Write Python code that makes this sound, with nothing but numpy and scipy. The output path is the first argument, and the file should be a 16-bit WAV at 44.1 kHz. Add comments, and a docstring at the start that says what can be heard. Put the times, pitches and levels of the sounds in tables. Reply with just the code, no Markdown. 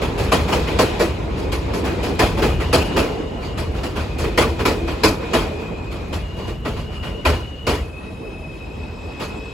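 """Axles bang over rail joints again and again while wheels rumble, roar and hiss throughout:
an electric train slows into an elevated station, heard from the platform edge.
Rolling and blows are noise shaped by resonances and decays; each blow also strikes freely ringing modes.
The traction converters whine in narrow noise bands as one car after another passes, a slowing gear mesh adds
a falling sine late on, and flanges scrape now and then."""
import sys
import numpy as np
from scipy import signal
from scipy.fft import rfft, irfft, next_fast_len
from scipy.io import wavfile
from scipy.ndimage import uniform_filter1d, map_coordinates

SR = 44100
rng = np.random.default_rng(int(sys.argv[2]) if len(sys.argv) > 2 else 0)


def dump_mix(stems):
    """Bounce the given channels to the path in sys.argv[1] as a 16-bit WAV at rate SR."""
    frames = np.atleast_2d(stems).T  # one column per channel
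    limited = np.clip(frames, -1, 1)  # hard clip at full scale
    pcm = np.round(limited * 32767).astype(np.int16)
    wavfile.write(sys.argv[1], SR, pcm)


N = 420254

# Axle blows at rail joints: (time [s], strength [dB], girder re strength [dB], sizzle re strength [dB],
# decay time factor [1]; clear blows add upper note [Hz], lower note [Hz])
JOINT_BLOWS = [(0.0193, -19, 3, -16.5, 0.71), (0.1828, -20, 1, -10, 1),
               (0.32, -12.5, 0, -13.5, 1, 624, 436), (0.4844, -21, 7.5, -19, 0.89),
               (0.525, -16, 3.5, -16, 0.89, 947, 425), (0.6766, -19.5, -4, -18, 0.84),
               (0.7902, -10.5, 2, -10, 0.66, 643, 480), (0.997, -13, 1.5, -12, 0.72, 600, 404),
               (1.378, -28, -4, -11, 1), (1.5219, -18, -5, -10.5, 0.6), (1.739, -20.5, -2, -8.5, 0.66),
               (1.8452, -21, 3, -15.5, 1), (2.0308, -20.5, -2, -10.5, 1),
               (2.1924, -10, -2.5, -13.5, 1, 1030, 441), (2.375, -19.5, 4, -19, 0.7),
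               (2.4221, -15, 3, -16, 1, 692, 428), (2.603, -19, -3.5, -18, 0.77),
               (2.7304, -9, -1.5, -9.5, 0.86, 659, 501), (2.966, -13.5, 3, -13, 0.8, 977, 406),
               (3.418, -30, -1, -16, 1), (3.5796, -19, -7, -10.5, 0.61), (3.753, -28, 4, -20, 1),
               (3.8371, -20, 3.5, -10, 0.48), (3.959, -20.5, -2.5, -16, 1), (4.1885, -22, 3, -7.5, 0.83),
               (4.24, -18, 1, -25, 0.47), (4.3774, -9.5, -0.5, -14, 0.88, 619, 458),
               (4.5926, -20, 4, -21, 0.65), (4.6543, -13.5, 3, -12.5, 0.85, 966, 428),
               (4.878, -21.5, -3, -16, 0.8), (5.0367, -7, -4.5, -10, 0.62, 649, 433),
               (5.23, -24.5, -7, -26, 0.53), (5.3357, -12, -1, -14.5, 0.93, 649, 339),
               (5.5994, -28, 1, -21, 0.76), (5.9204, -27, -10, -13.5, 1), (6.1304, -19.5, -2, -11.5, 0.51),
               (6.374, -30, 4, -19, 1), (6.4783, -24.5, 5, -16, 0.48),
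               (6.654, -21.5, 0.5, -20, 1, 799, 423), (6.7695, -25, -9.5, -16, 0.65),
               (6.9262, -30.5, -13, -13, 1), (7.0335, -24.5, -2, -17, 1),
               (7.253, -11.5, -2.5, -16.5, 0.96, 643, 336), (7.6694, -13, -1, -13.5, 0.99, 1020, 334),
               (9.2021, -22, 2.5, -12.5, 0.53, 896, 495), (9.237, -22.5, -9, -11, 0.43)]
# Rolling levels before offsets and sway: (time [s], viaduct rumble [dB], wheel roar [dB], rail hiss [dB])
ROLLING_LEVELS = [(0.0, -26.5, -24.5, -37.5), (0.5, -22, -26, -35), (0.95, -27, -24, -34.5),
                  (1.3, -25.5, -26, -40), (2.1, -25.5, -24, -36), (2.5, -22, -31.5, -42),
                  (2.95, -28.5, -23.5, -34.5), (3.32, -28, -28.5, -43.5), (4.14, -25.5, -29.5, -41),
                  (4.7, -27.5, -28.5, -40.5), (5.33, -33.5, -27.5, -39), (5.73, -28.5, -30, -45),
                  (6.24, -29, -35, -46.5), (6.7, -26.5, -36.5, -49), (7.1, -28.5, -34, -46),
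                  (7.48, -32, -37, -45.5), (7.95, -32.5, -36.5, -50), (8.25, -34.5, -35.5, -49),
                  (8.65, -33, -37, -50), (8.9, -32, -32.5, -46.5), (9.53, -33.5, -34.5, -45)]
# Main converter whine before the left-right balance: (time [s], level [dB])
WHINE_LEVEL = [(0.0, -60), (0.3, -44), (1.0, -45), (1.2, -51), (1.5, -56), (2.2, -47), (2.85, -37.5),
               (3.15, -45), (3.35, -45.5), (3.9, -50), (4.06, -51), (4.11, -42), (4.6, -46), (5.0, -44),
               (5.17, -46), (5.27, -38), (5.45, -44), (5.75, -42), (6.1, -46.5), (6.45, -43.5),
               (6.77, -48.5), (7.0, -38.5), (7.2, -43.5), (7.45, -43), (7.63, -40), (7.8, -42), (7.86, -46),
               (8.0, -43.5), (8.13, -46), (8.3, -43), (8.9, -43.5), (9.05, -43), (9.53, -40.5)]
# Noise spectra, of which only the shape counts: (frequency [Hz], density [dB per Hz])
RUMBLE_SPECTRUM = [(15, -62), (27, -29), (40, -6), (50, -3.5), (64, -2.5), (79, -1.5), (92, -6), (130, -11),
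                   (250, -19.5), (600, -72)]
ROAR_SPECTRUM = [(60, -54.5), (150, 1.5), (250, -0.5), (330, 1.5), (450, -2), (650, -6), (1000, -10.5),
                 (1600, -23), (2500, -23.5), (6000, -73)]
HISS_SPECTRUM = [(700, -32), (1500, 1.5), (2500, 3), (4000, -0.5), (6000, -11), (8000, -15), (11000, -21.5),
                 (16000, -39)]
CLANG_SPECTRUM = [(300, -27), (620, 9), (790, 1), (1000, 4), (1400, -3.5), (1630, -9), (1900, -3),
                  (2500, -0.5), (3300, -5), (3800, -11), (5000, -22), (9000, -35)]
SIZZLE_SPECTRUM = [(2000, -42), (3800, -6), (4400, 1), (5200, -2), (6000, -8), (8000, -7.5), (11000, -9.5),
                   (14000, -17), (16000, -29)]
STREET_SPECTRUM = [(500, -49), (1000, 2), (2000, -12), (4500, -26), (7500, -17.5), (9300, -26),
                   (11500, -22.5), (16000, -30)]
# Resonances of girders, wheels and rubbing flanges: (frequency [Hz], width [Hz], relative level [dB])
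GIRDER_MODES = [(263.5, 100, 1), (332.3, 24.5, -1), (445.6, 120, 3.3), (643, 95, -16)]
WHEEL_MODES = [(867, 40, -5.5), (1011, 66, -2), (1293, 310, -4), (1490, 60, -9), (1700, 50, -10),
               (1880, 70, -8), (2300, 50, -8), (2473, 70, -4), (2810, 220, -14), (3300, 90, -10),
               (4170, 230, -14), (4760, 210, -16)]
FLANGE_MODES = [(960, 200, 2), (2250, 300, -3), (3340, 200, -4), (3850, 250, -7), (4290, 140, -4),
                (4720, 120, -2), (6500, 400, -15)]
# Left-right likeness of the blows, and of sound from all around: (frequency [Hz], likeness [0-1])
LIKENESS_BLOWS = [(60, .985), (170, 0.95), (500, 0.85), (1200, 0.75), (2200, 0.35), (3600, 0.32),
                  (5600, 0.22), (6900, 0.85), (8700, 1), (16000, 0.88)]
LIKENESS_AROUND = [(60, .985), (200, 0.9), (400, .63), (650, 0.42), (1000, .25), (1600, .05), (2200, .3),
                   (3500, 0.17), (5600, .2), (6900, 0.83), (8700, 1), (16000, 0.81)]
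# Level of left against right: (frequency [Hz], difference [dB])
LEFT_RIGHT_LEVEL = [(60, 0.5), (500, -0.6), (1200, -2), (1800, 0), (3000, 4), (4200, 1), (5800, 2),
                    (7200, -0.5), (16000, -0.5)]
# Phase by which left leads right: (frequency [Hz], lead [rad])
LEFT_RIGHT_PHASE = [(90, 0), (200, -.1), (400, -0.22), (650, -0.55), (1000, -0.43), (1600, -.3),
                    (2200, -.5), (3200, .4), (5000, -0.076)]
# Bands between which the whine steps: (start [s], end [s], centre [Hz], width [Hz])
WHINE_BANDS = [(-.1, 2.6, 2493, 196), (.7, 1.2, 2880, 190), (2.5, 4.0, 2885, 250), (4.0, 6.25, 2495, 180),
               (6.2, 7.83, 2875, 160), (7.82, 9.8, 2560, 120)]
# Fainter whines, low drones, high hisses and a short squeak:
# (start [s], end [s], centre [Hz], width [Hz], level before fades and balance [dB])
PARTIALS = [(4.9, 6.1, 7420, 220, -67), (7.9, 8.65, 640, 30, -49), (7.98, 8.11, 1890, 20, -54),
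            (7.9, 10.5, 3850, 120, -62), (8.0, 11, 5120, 200, -61), (8.8, 11, 5120, 200, -62),
            (8.5, 11.5, 7665, 60, -67), (8.85, 11.5, 7665, 60, -62), (8.7, 11, 4500, 2400, -58),
            (8.8, 10.5, 8950, 200, -69), (7.6, 8.9, 10270, 120, -72), (7.7, 8.75, 9200, 1500, -62),
            (3.415, 3.475, 4670, 60, -46), (9.25, 10, 3350, 90, -58), (8.75, 10.3, 980, 300, -51),
            (2.25, 2.7, 340, 25, -33), (4.48, 4.62, 335, 20, -34), (4.68, 4.95, 335, 20, -33),
            (5.22, 5.52, 335, 20, -33), (6.35, 6.54, 990, 220, -43), (5.05, 5.2, 870, 50, -39)]
# Slowing gear mesh before jitter and balance: (time [s], frequency [Hz], peak level [dB])
GEAR_MESH = [(0, 3200, -90), (7.75, 3200, -90), (7.9, 3130, -62), (8.6, 3070, -63), (9.53, 2970, -64)]
# Flanges rubbing a switch rail: (start [s], end [s], level [dB])
SCRAPES = [(1.375, 1.48, -41.5), (3.415, 3.55, -39.5), (3.75, 3.84, -44), (4.0, 4.13, -43),
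           (6.37, 6.55, -44), (6.72, 6.88, -44), (9.2, 9.29, -37)]

TOP_HZ = 15900
LEFT_LAG_S, LAG_FROM_HZ = .000243, 7050  # treble reaches the left later
NEAR_DB, FAR_SPAN_DB = -9.5, 23  # a blow this strong is close by; this much fainter is fully far
CLANG_DB, BOOM_DB = -2, -6  # against the strength of a near blow
BOOM_FAR_DB = 9  # the boom carries better from far joints
RISE_S, RISE_FAR_S = 0.0038, 0.026  # near blows strike sharply; the second is added to far ones
PAN_DB, PAN_FAR_DB = 0.26, -1  # left up and right down by this: near joint, farthest joints
WHINE_STEP_S = 0.019
STEADY = .05  # at 0 a whine beats like noise, at 1 it holds its level
REBOUND_S, REBOUND_DB = .03, -4.5  # mean wait between the knocks of one blow, level of the later ones
NOTE_DB, NOTE_T60_S = (-4, -1), (.13, .17)  # upper and lower note: against blow strength, decay time


def amp(db):
    """Level and amplitude: decibels to linear gain."""
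    return 10 ** (np.asarray(db) / 20)


def unit(x):
    """Normalisation: scaled to rms 1."""
    return x / np.sqrt(np.mean(x ** 2) + 1e-20)


def along(points, hz):
    """Logarithmic frequency axis: interpolation of (Hz, value) points."""
    f, v = np.transpose(points)
    return np.interp(np.log(hz + 1), np.log(f + 1), v)


def curves(rows):
    """Linear interpolation in time: one value per sample for each column after the first."""
    s, *columns = np.transpose(rows)
    return [np.interp(np.arange(N) / SR, s, column) for column in columns]


def wobble(rate):
    """Slow random modulation: a smooth curve through rate random knots a second."""
    knots = rng.standard_normal(int(N * rate / SR) + 4)
    return map_coordinates(knots, [np.arange(N) * rate / SR])


def fade_in_out(t, start, end, rise_s, fall_s):
    """Linear onset and release: gain from 0 to 1 and back between start and end."""
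    return np.clip(np.minimum((t - start) / rise_s, (end - t) / fall_s), 0, 1)


def filtered(x, response):
    """Linear filtering: the spectrum of x times a complex response of frequency."""
    m = next_fast_len(N + SR // 2)
    return irfft(rfft(x, m) * response(np.fft.rfftfreq(m, 1 / SR)), m)[..., :N]


def causal(gain):
    """Causality: the minimum-phase response with this gain, so nothing sounds before a blow."""
    cepstrum = irfft(np.log(gain + 1e-6))
    half = len(cepstrum) // 2
    cepstrum[1:half] *= 2
    cepstrum[half + 1:] = 0
    return np.exp(rfft(cepstrum))


def shaken(envelope, gain, patchy_db):
    """Random excitation: two unrelated noises with time-frequency patches of gain, enveloped, then coloured."""
    z = signal.stft(rng.standard_normal((2, N)), nperseg=512)[2]
    field = uniform_filter1d(rng.standard_normal(z.shape[1:]), size=3, axis=0)
    field = uniform_filter1d(field, size=5, axis=1)
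    patches = amp(patchy_db * unit(field))
    noise = unit(signal.istft(z * patches, nperseg=512)[1][:, :N])
    return filtered(envelope * noise, lambda hz: causal(unit(gain(hz))))  # the colour passes rms 1


def table(spectrum):
    """Spectral shaping: a gain function from (Hz, dB) points."""
    return lambda hz: amp(along(spectrum, hz))


def modes(rows, hz):
    """Modal resonance: the summed power of (Hz, width Hz, dB) resonators, as a gain."""
    power = 0
    for centre, width, db in rows:
        damping = (hz * width) ** 2
        power = power + amp(db) ** 2 * damping / ((centre * centre - hz * hz) ** 2 + damping)
    return np.sqrt(power)


def band(centre_hz, width_hz):
    """Narrow-band noise: rms 1, flat-topped, its level fluctuations slightly evened out."""
    noise = filtered(rng.standard_normal(N), lambda hz: 1 / (1 + (2 * (hz - centre_hz) / width_hz) ** 4))
    envelope = np.abs(signal.hilbert(noise, next_fast_len(N))[:N])
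    return unit(noise / envelope ** STEADY)


def ports(pair, alike):
    """Interaural coherence: a shared mid and opposed side set likeness; left and right differ in level and phase."""
    def mix(hz):
        turn = np.arccos(np.clip(along(alike, hz), 0, 1)) / 2
        return np.array([np.cos(turn), np.sin(turn)])

    def tilt(hz):  # half the difference for the left, its inverse for the right
        lag = np.pi * LEFT_LAG_S * np.maximum(hz - LAG_FROM_HZ, 0)
        return amp(along(LEFT_RIGHT_LEVEL, hz) / 2) * np.exp(.5j * along(LEFT_RIGHT_PHASE, hz) - 1j * lag)

    mid, side = filtered(pair, mix)
    return filtered(np.array([mid + side, mid - side]), lambda hz: np.array([tilt(hz), 1 / tilt(hz)]))


def rolling():
    """Roughness excitation: wheels on rail rumble, roar and hiss, partly together, over a steady street hiss."""
    rumble_db, roar_db, hiss_db = curves(ROLLING_LEVELS)
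    sway = wobble(7.7)  # shared by roar and hiss
    rumble = shaken(amp(rumble_db + 0.29 * wobble(6.6)), table(RUMBLE_SPECTRUM), patchy_db=0.8)
    roar = shaken(amp(roar_db - 1 + .9 * sway + .9 * wobble(25)), table(ROAR_SPECTRUM), patchy_db=1.9)
    hiss = shaken(amp(hiss_db - 1.2 + 1.3 * sway + .5 * wobble(33)), table(HISS_SPECTRUM), patchy_db=2.2)
    # the girders answer in surges
    hum_level = amp(roar_db - 8 + 3.4 * wobble(6.5))
    hum = shaken(hum_level, lambda hz: modes(GIRDER_MODES, hz) ** 2, patchy_db=3.5)
    # loose parts ring the wheels
    chatter_level = amp(hiss_db - 7 + 3.6 * wobble(12) + 2.3 * wobble(70))
    chatter = shaken(chatter_level, lambda hz: modes(WHEEL_MODES, hz) ** 2, patchy_db=3.5)
    street = shaken(amp(-53.5), table(STREET_SPECTRUM), patchy_db=5.5)
    return rumble + roar + hiss + hum + chatter + street


def converters():
    """Switching and gear-mesh tones: whine in narrow bands, louder on the left, and a late faint gear sine."""
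    whine_db, = curves(WHINE_LEVEL)
    t = np.arange(N) / SR
    whine = np.zeros(N)
    for start, end, hz, width_hz in WHINE_BANDS:
        whine += fade_in_out(t, start, end, WHINE_STEP_S, WHINE_STEP_S) * band(hz, width_hz)
    tone = amp(whine_db + .3 * wobble(9)) * whine
    for start, end, hz, width_hz, db in PARTIALS:
        on = (t > start) & (t < end)
        edge_s = min(.3 * (end - start), .2)
        fade = fade_in_out(t, start, end, edge_s, edge_s) * amp(wobble(8))
        tone[on] += amp(db) * fade[on] * unit(band(hz, width_hz)[on])
    gear_hz, gear_db = curves(GEAR_MESH)
    gear_phase = 2 * np.pi * np.cumsum(gear_hz + 20 * wobble(30)) / SR
    tone += amp(gear_db + 3 * wobble(20)) * np.sin(gear_phase)
    return amp([[2], [0]]) * ports(np.array([tone, np.zeros(N)]), LIKENESS_BLOWS)


def joints():
    """Impact and decay: a blow shakes viaduct, girders, wheel, rail and loose parts, each dying at its own speed."""
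    t = np.arange(SR // 2) / SR
    power, pan_db = np.zeros((4, N + SR)), np.zeros(N + SR)
    # rows: clang, girder, boom, sizzle
    t60 = np.array([[.38], [.42], [.62], [.38]])
    slower = np.array([[0], [.006], [.015], [0]])  # heavy parts take longer to start swinging
    cracks = np.array([[1], [0], [0], [1]])
    echo = amp(-12.5 - 60 * t / 0.46) ** 2  # walls of the street answer
    for s, db, girder_db, sizzle_db, ring, *_ in JOINT_BLOWS:
        far = np.clip((NEAR_DB - db) / FAR_SPAN_DB, 0, 1)  # faint blows are far: blurred, with less crack
        start = round((s - .003 - 0.014 * far ** 2) * SR)  # the swell begins before the onset is heard
        span = slice(start, start + len(t))
        swell = (1 - np.exp(-t / (RISE_S + RISE_FAR_S * far ** 2 + slower))) ** 2
        crack = amp(3 - 4.3 * far - 60 * t / 0.029) ** 2 * cracks
        part_db = np.array([[CLANG_DB], [girder_db], [BOOM_DB + BOOM_FAR_DB * far], [sizzle_db]])
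        decay = amp(-60 * t / (t60 * ring)) ** 2
        power[:, span] += amp(db + part_db) ** 2 * swell * (decay + crack + echo)
        pan_db[span] = PAN_DB + (PAN_FAR_DB - PAN_DB) * far ** 2
    clang, body, boom, sizzle = np.sqrt(power[:, :N])
    rattle = amp(1.6 * wobble(70) + 0.35 * wobble(300))  # loose fittings chatter after the blow
    bright = amp(-2.5) * shaken(clang * rattle, table(CLANG_SPECTRUM), patchy_db=4.0)
    bright += shaken(sizzle * rattle, table(SIZZLE_SPECTRUM), patchy_db=3.5)
    wheel_level = clang * amp(2.0 * wobble(50))
    bright += amp(-6.0) * shaken(wheel_level, lambda hz: modes(WHEEL_MODES, hz) * (hz < 6000), patchy_db=2.5)
    low = shaken(body, lambda hz: modes(GIRDER_MODES, hz), patchy_db=1.2)
    low += shaken(boom, table(RUMBLE_SPECTRUM), patchy_db=1.5)
    return bright, low, uniform_filter1d(pan_db[:N], size=400)


def knocks():
    """Free vibration: a blow and its rebounds ring girder and wheel modes at varied strength and pitch."""
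    out, t = np.zeros(N + SR), np.arange(SR // 5) / SR
    hz, width_hz, level_db = np.transpose(GIRDER_MODES + WHEEL_MODES)[:, :, None]
    count = len(JOINT_BLOWS)
    chance = rng.standard_normal((count, 4, 3, len(hz), 1))  # four knocks a blow, three draws a mode
    waits = np.cumsum(rng.exponential(size=(count, 4)), axis=1) * REBOUND_S
    for (s, db, _, _, lasting, *_), strikes, wait in zip(JOINT_BLOWS, chance, waits):
        rise_s = .0018 + .0008 * max(NEAR_DB - 6 - db, 0)
        for (strength, detune, delay), later in zip(strikes, wait - wait[0]):
            since = np.maximum(t - .005 * np.abs(delay), 0)  # the shock reaches the parts one after another
            decay = np.exp(-.45 * np.pi * width_hz * since)
            ring = decay * np.sin(2 * np.pi * hz * (1 + 0.016 * detune) * since)
            knock_db = db - 8 + .45 * min(db + 21.0, 0)  # far blows lose their hard edge
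            knock_db += (later > 0) * (REBOUND_DB - 6 * (hz < 550))  # rebounds stir low modes less
            knock_db -= 60 * later / (.55 * lasting)
            gain = amp(knock_db + level_db + 3.4 * strength) * (1 - np.exp(-since / rise_s))
            out[round((s + later) * SR):][:len(t)] += np.sum(gain * ring, axis=0)
    return np.array([out[:N], np.zeros(N)])


def notes():
    """Damped sinusoids: each clear blow carries two short notes of its own."""
    out, t = np.zeros(N + SR), np.arange(SR // 5) / SR
    for s, db, _, _, _, *pitch_hz in JOINT_BLOWS:
        for hz, level_db, t60 in zip(pitch_hz, NOTE_DB, NOTE_T60_S):
            envelope = amp(db + level_db - 60 * t / t60) * (1 - np.exp(-t / .006))
            out[round(s * SR):][:len(t)] += envelope * np.sin(2 * np.pi * hz * t)
    return np.array([out[:N], np.zeros(N)])


def scrapes():
    """Friction excitation: a rubbing flange sets in quickly, grates unevenly and fades."""
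    t = np.arange(N) / SR
    rub = sum(amp(db) * fade_in_out(t, start, end, .02, .07) for start, end, db in SCRAPES)
    return shaken(rub * amp(1.5 * wobble(60)), lambda hz: modes(FLANGE_MODES, hz), patchy_db=2.5)


def scene():
    """Superposition: the sounds of the train on the viaduct add up in left and right."""
    around = ports(rolling(), LIKENESS_AROUND)
    whine = converters()
    bright, low, pan_db = joints()
    low_blows = ports(low + knocks() + notes(), LIKENESS_BLOWS)
    bright_blows = ports(bright + scrapes(), LIKENESS_BLOWS) * amp([pan_db, -pan_db])
    return around + whine + low_blows + bright_blows


def record(dry):
    """Saturation and band limit: the loudest blows are softly clipped, then the top is cut off."""
    soft = dry / (1 + np.abs(dry / .95) ** 5) ** (1 / 5)
    return filtered(soft, lambda hz: hz < TOP_HZ)


dry = scene()
out = record(dry)
dump_mix(out)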